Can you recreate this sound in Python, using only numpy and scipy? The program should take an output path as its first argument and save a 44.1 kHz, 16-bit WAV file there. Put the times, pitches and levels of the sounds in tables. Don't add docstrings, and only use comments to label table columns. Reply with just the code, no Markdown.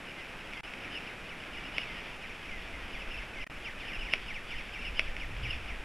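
import sys
import numpy as np
from scipy import signal
from scipy.fft import rfft, irfft
from scipy.io import wavfile
from scipy.ndimage import uniform_filter1d

SR = 44100
rng = np.random.default_rng(int(sys.argv[2]) if len(sys.argv) > 2 else 0)


def int16_out(signal):
    q = np.round(np.clip(np.atleast_2d(signal).T, -1, 1) * 32767)
    wavfile.write(sys.argv[1], SR, q.astype(np.int16))


N = 257544
T = np.arange(N) / SR

# (frequency [Hz], relative spectral density [dB])
AIR_SPECTRUM = [(20, 2.5), (110, -0.5), (190, 2), (380, -1.5), (700, -2.3), (1050, -5), (1500, -1.5),
                (2000, -2), (2500, 1.5), (3000, -5), (3500, -13), (3950, -11.5), (4300, -46)]


def undb(db):
    return 10 ** (np.asarray(db) / 20)


def level(x, db):
    return x * undb(db) / np.sqrt(np.mean(x ** 2))


def colour(x, points):
    hz, db = np.transpose(points)
    bins = np.maximum(np.arange(N // 2 + 1) * SR / N, 1)
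    return irfft(rfft(x) * undb(np.interp(np.log(bins), np.log(hz), db)), N)


def noise(points, db):
    return level(colour(rng.standard_normal(N), points), db)


def walk(rate):
    hold = int(SR / rate)
    steps = np.repeat(rng.standard_normal(N // hold + 1), hold)
    return level(uniform_filter1d(uniform_filter1d(steps, hold), hold)[:N], 0)


def add(track, start, sound):
    i = max(int(start * SR), 0)
    track[i:i + len(sound)] += sound[:N - i]


def scatter(x, t60, db):
    tail = rng.standard_normal(SR) * undb(-60 * T[:SR] / t60)
    return undb(db) * signal.fftconvolve(x, tail / np.sqrt(np.sum(tail ** 2)))[:N]


def hush(air_db=-45, swell_db=0.7, chatter_swing_db=3):
    # (time [s], level [dB])
    contour = [(0, -65), (1.3, -56), (1.9, -52), (2.4, -54), (3.1, -52), (3.55, -63), (4.0, -51.5),
               (5.2, -51.5), (5.84, -57)]
    air = noise(AIR_SPECTRUM, air_db) * undb(swell_db * walk(2.64))
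    chatter = noise([(1400, -16), (2200, -3), (2800, -6), (3500, -8.5), (4200, -39)], 0)
    chatter_db = np.interp(T, *np.transpose(contour)) + chatter_swing_db * walk(16)
    return air + chatter * undb(chatter_db)


def wind(start_db=-56, growth_db_per_s=2.5):
    # (frequency [Hz], relative spectral density [dB])
    eddy_spectrum = [(4, -2.5), (12, -3), (25, -3), (50, -12), (80, -18), (160, -33), (400, -73)]
    # (time [s], standard deviation [s], level at the crest [dB], centre frequency [Hz])
    gusts = [(1.59, .035, -49, 34), (2.72, .15, -43.5, 33), (3.12, 0.077, -40, 27.4),
             (3.43, 0.034, -42, 22), (4.01, 0.046, -38, 30), (4.57, 0.019, -42, 28), (4.92, .06, -41, 33.7),
             (5.13, .11, -38.5, 24.2), (5.43, 0.11, -38.3, 66), (5.73, 0.11, -41.5, 28)]
    rumble = noise(eddy_spectrum, start_db) * undb(growth_db_per_s * T)
    for time, width, db, hz in gusts:
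        flutter = noise([(hz / 4, -8), (hz, 0), (hz * 2, -9), (hz * 5, -38), (hz * 12, -80)], db)
        rumble += flutter * np.exp(-.5 * ((T - time) / width) ** 2)
    return rumble


def chirp(length, top_hz, crest=.3, fall_octaves=.44, curve=1.6):
    progress = np.linspace(0, 1, int(length * SR))
    from_crest = np.abs((progress - crest) / (1 - crest))
    return top_hz * 2 ** (-fall_octaves * from_crest ** curve)


def slur(length, note_hz=2230, drop_hz=1096, drop_s=.015, sag_hz_per_s=2500):
    t = T[:int(length * SR)]
    return note_hz + drop_hz * np.exp(-t / drop_s) - sag_hz_per_s * t


def sweep(length, start_hz=3820, end_hz=1685, bend=0.2494):
    progress = np.linspace(0, 1, int(length * SR))
    return start_hz * (end_hz / start_hz) ** (progress + bend * progress * (1 - progress))


def calls(sweep_rasp=.2, slur_rasp=.15, chirp_rasp=.92):
    # (time [s], duration [s], top frequency [Hz], relative level [dB])
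    chirps = [(0.047, .085, 3000, -53), (.632, 0.064, 3000, -51), (.9, .1, 3060, -45.5),
              (1.563, 0.056, 2800, -48), (1.637, 0.07, 2900, -47.5), (1.731, 0.058, 3080, -46),
              (1.776, 0.086, 2960, -44.5), (1.939, 0.063, 3000, -51), (2.095, 0.053, 3100, -52),
              (2.958, 0.088, 3020, -48.5), (3.099, 0.079, 2930, -44.3), (3.842, .062, 3000, -46.5),
              (3.921, .064, 2820, -43.5), (3.986, .058, 3000, -43), (4.088, .082, 3020, -42),
              (4.776, .068, 2800, -44.5), (4.84, 0.066, 2920, -43), (4.946, .082, 3020, -43.5),
              (5.424, 0.052, 2820, -42.5), (5.465, .084, 2980, -40.6)]
    # (time [s], duration [s], relative level [dB])
    slurs = [(.118, .16, -54), (.515, .11, -51), (1.838, .17, -49.5), (2.467, .155, -47.5),
             (2.685, .17, -52.5), (3.331, 0.16, -48)]
    # (time [s], duration [s], relative level [dB])
    sweeps = [(.816, .078, -49.5), (1.051, 0.072, -48.3), (1.274, .078, -49.5), (1.509, 0.087, -49.5),
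              (1.965, .078, -53), (2.202, 0.073, -48), (2.268, .062, -51.5), (2.418, .056, -51),
              (2.914, 0.075, -48), (3.159, 0.074, -46.5), (3.397, 0.065, -45), (3.63, .078, -43.3),
              (3.78, 0.076, -47.5), (3.862, 0.088, -46), (4.031, .078, -46), (4.262, .078, -45),
              (4.324, 0.074, -44.5), (4.488, 0.072, -45), (4.556, 0.076, -47), (4.716, 0.083, -46),
              (4.8, 0.082, -48.5), (5.037, 0.07, -49.5), (5.181, 0.077, -45), (5.419, 0.073, -46),
              (5.66, .078, -47)]
    return ([(time, sweep(length), db, sweep_rasp) for time, length, db in sweeps]
            + [(time, slur(length), db, slur_rasp) for time, length, db in slurs]
            + [(time, chirp(length, top_hz), db, chirp_rasp) for time, length, top_hz, db in chirps])


def far_calls(count=22, rasp=.92):
    # (time [s], duration [s], top frequency [Hz], relative level [dB])
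    low, high = (0, .04, 2500, -57.5), (T[-1] - .1, .08, 3700, -56.5)
    chirps = rng.uniform(low, high, (count, 4))
    return [(time, chirp(length, top_hz), db, rasp) for time, length, top_hz, db in chirps]


def birds(jitter_share=.042, flutter_db=3):
    direct = np.zeros(N)
    jitter, flutter = jitter_share * walk(700), flutter_db * walk(250)
    for time, pitch, db, rasp in calls() + far_calls():
        span = slice(int(time * SR), int(time * SR) + len(pitch))
        hz = pitch * (1 + rasp * jitter[span])
        tone = np.sin(2 * np.pi * np.cumsum(hz) / SR)
        response_db = 0.99 * np.interp(hz, *np.transpose(AIR_SPECTRUM))
        envelope = signal.windows.tukey(len(hz), 0.51) * undb(response_db + rasp * flutter[span])
        add(direct, time, level(tone * envelope, db))
    song = undb(-0.3) * direct + scatter(direct, t60=0.07, db=-5.8)
    activity = np.sqrt(np.abs(uniform_filter1d(song ** 2, SR // 15)))
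    blur = activity * noise([(1200, -26), (2000, -3.5), (2700, -2.5), (3600, -8), (4200, -41)], -11)
    return song + blur + scatter(song, t60=0.22, db=-9)


def clicks(rise_s=0.00048, bounce_s=.0027, bounce_db=-12):
    # (frequency [Hz], relative level [dB], time to decay by 60 dB [s])
    modes = [(640, -16, .012), (1080, -21, .007), (1480, -11, .007), (2280, -2, .0065), (2500, 0, .005),
             (2720, -6, .005)]
    # (time [s], peak level of the direct sound [dB])
    snaps = [(.535, -30), (.7375, -27), (1.4382, -31), (1.584, -30.5), (1.7823, -14.2), (4.1365, -9.3),
             (4.694, -32), (4.9944, -9.5), (5.1664, -25), (5.366, -33), (5.552, -34)]
    t = T[:SR // 20]
    ring = sum(undb(db - 60 * t / t60) * np.sin(2 * np.pi * hz * t) for hz, db, t60 in modes)
    ring *= 1 - np.exp(-t / rise_s)
    ring /= np.abs(ring).max()
    out = np.zeros(N)
    for time, db in snaps:
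        add(out, time, undb(db) * ring)
        add(out, time + bounce_s, undb(db + bounce_db) * ring)
    return out + scatter(out, t60=0.087, db=-12)


def scene(balance_db=-0.24):
    channel_gains = undb([[balance_db / 2], [-balance_db / 2]])
    return (birds() + clicks() + wind() + hush()) * channel_gains


def record(dry, camera_hz=8000, top_hz=15750, hiss_db=-63, side_db=-70, gap_db=-30):
    # (frequency [Hz], gain [dB])
    image_response = [(3850, -43), (4100, -3), (4600, -10.5), (5300, -17), (5750, -23.5), (6300, -35),
                      (9700, -60), (10700, -28), (11600, -35), (12200, -62)]
    # (frequency [Hz], level [dB])
    whine_tones = [(6984, -86), (7983, -86), (11974, -89)]
    # (frequency [Hz], relative spectral density [dB])
    side_spectrum = [(25, 24.5), (125, 15.5), (500, 12), (1000, 4), (4000, -12.5), (8000, -1), (11900, -13),
                     (12400, -10)]
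    # (frequency [Hz], relative spectral density [dB])
    hiss_spectrum = [(1000, 1), (6000, 2), (9000, -1), (11900, -1.5), (12300, -18), (16000, -16.5)]
    # (start [s], end [s])
    dropouts = [(.609, .6323), (3.4443, 3.466), (3.475, 3.4985)]
    baseband = colour(dry, [(.45 * camera_hz, 0), (camera_hz / 2, -4), (.55 * camera_hz, -60)])
    images = colour(baseband * 2 * np.cos(2 * np.pi * camera_hz * T), image_response)
    whine = sum(undb(db) * np.sqrt(2) * np.sin(2 * np.pi * hz * T) for hz, db in whine_tones)
    side = noise(side_spectrum, side_db) * np.array([[1], [-1]])
    hiss = noise(hiss_spectrum, hiss_db)
    in_gap = sum((T > start) & (T < end) for start, end in dropouts)
    stream = (baseband + images + hiss + whine) * undb(gap_db * in_gap) + side
    lowpass = signal.ellip(10, .2, 70, top_hz, fs=SR, output="sos")
    return signal.sosfilt(lowpass, stream)


dry = scene()
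out = record(dry)
int16_out(out)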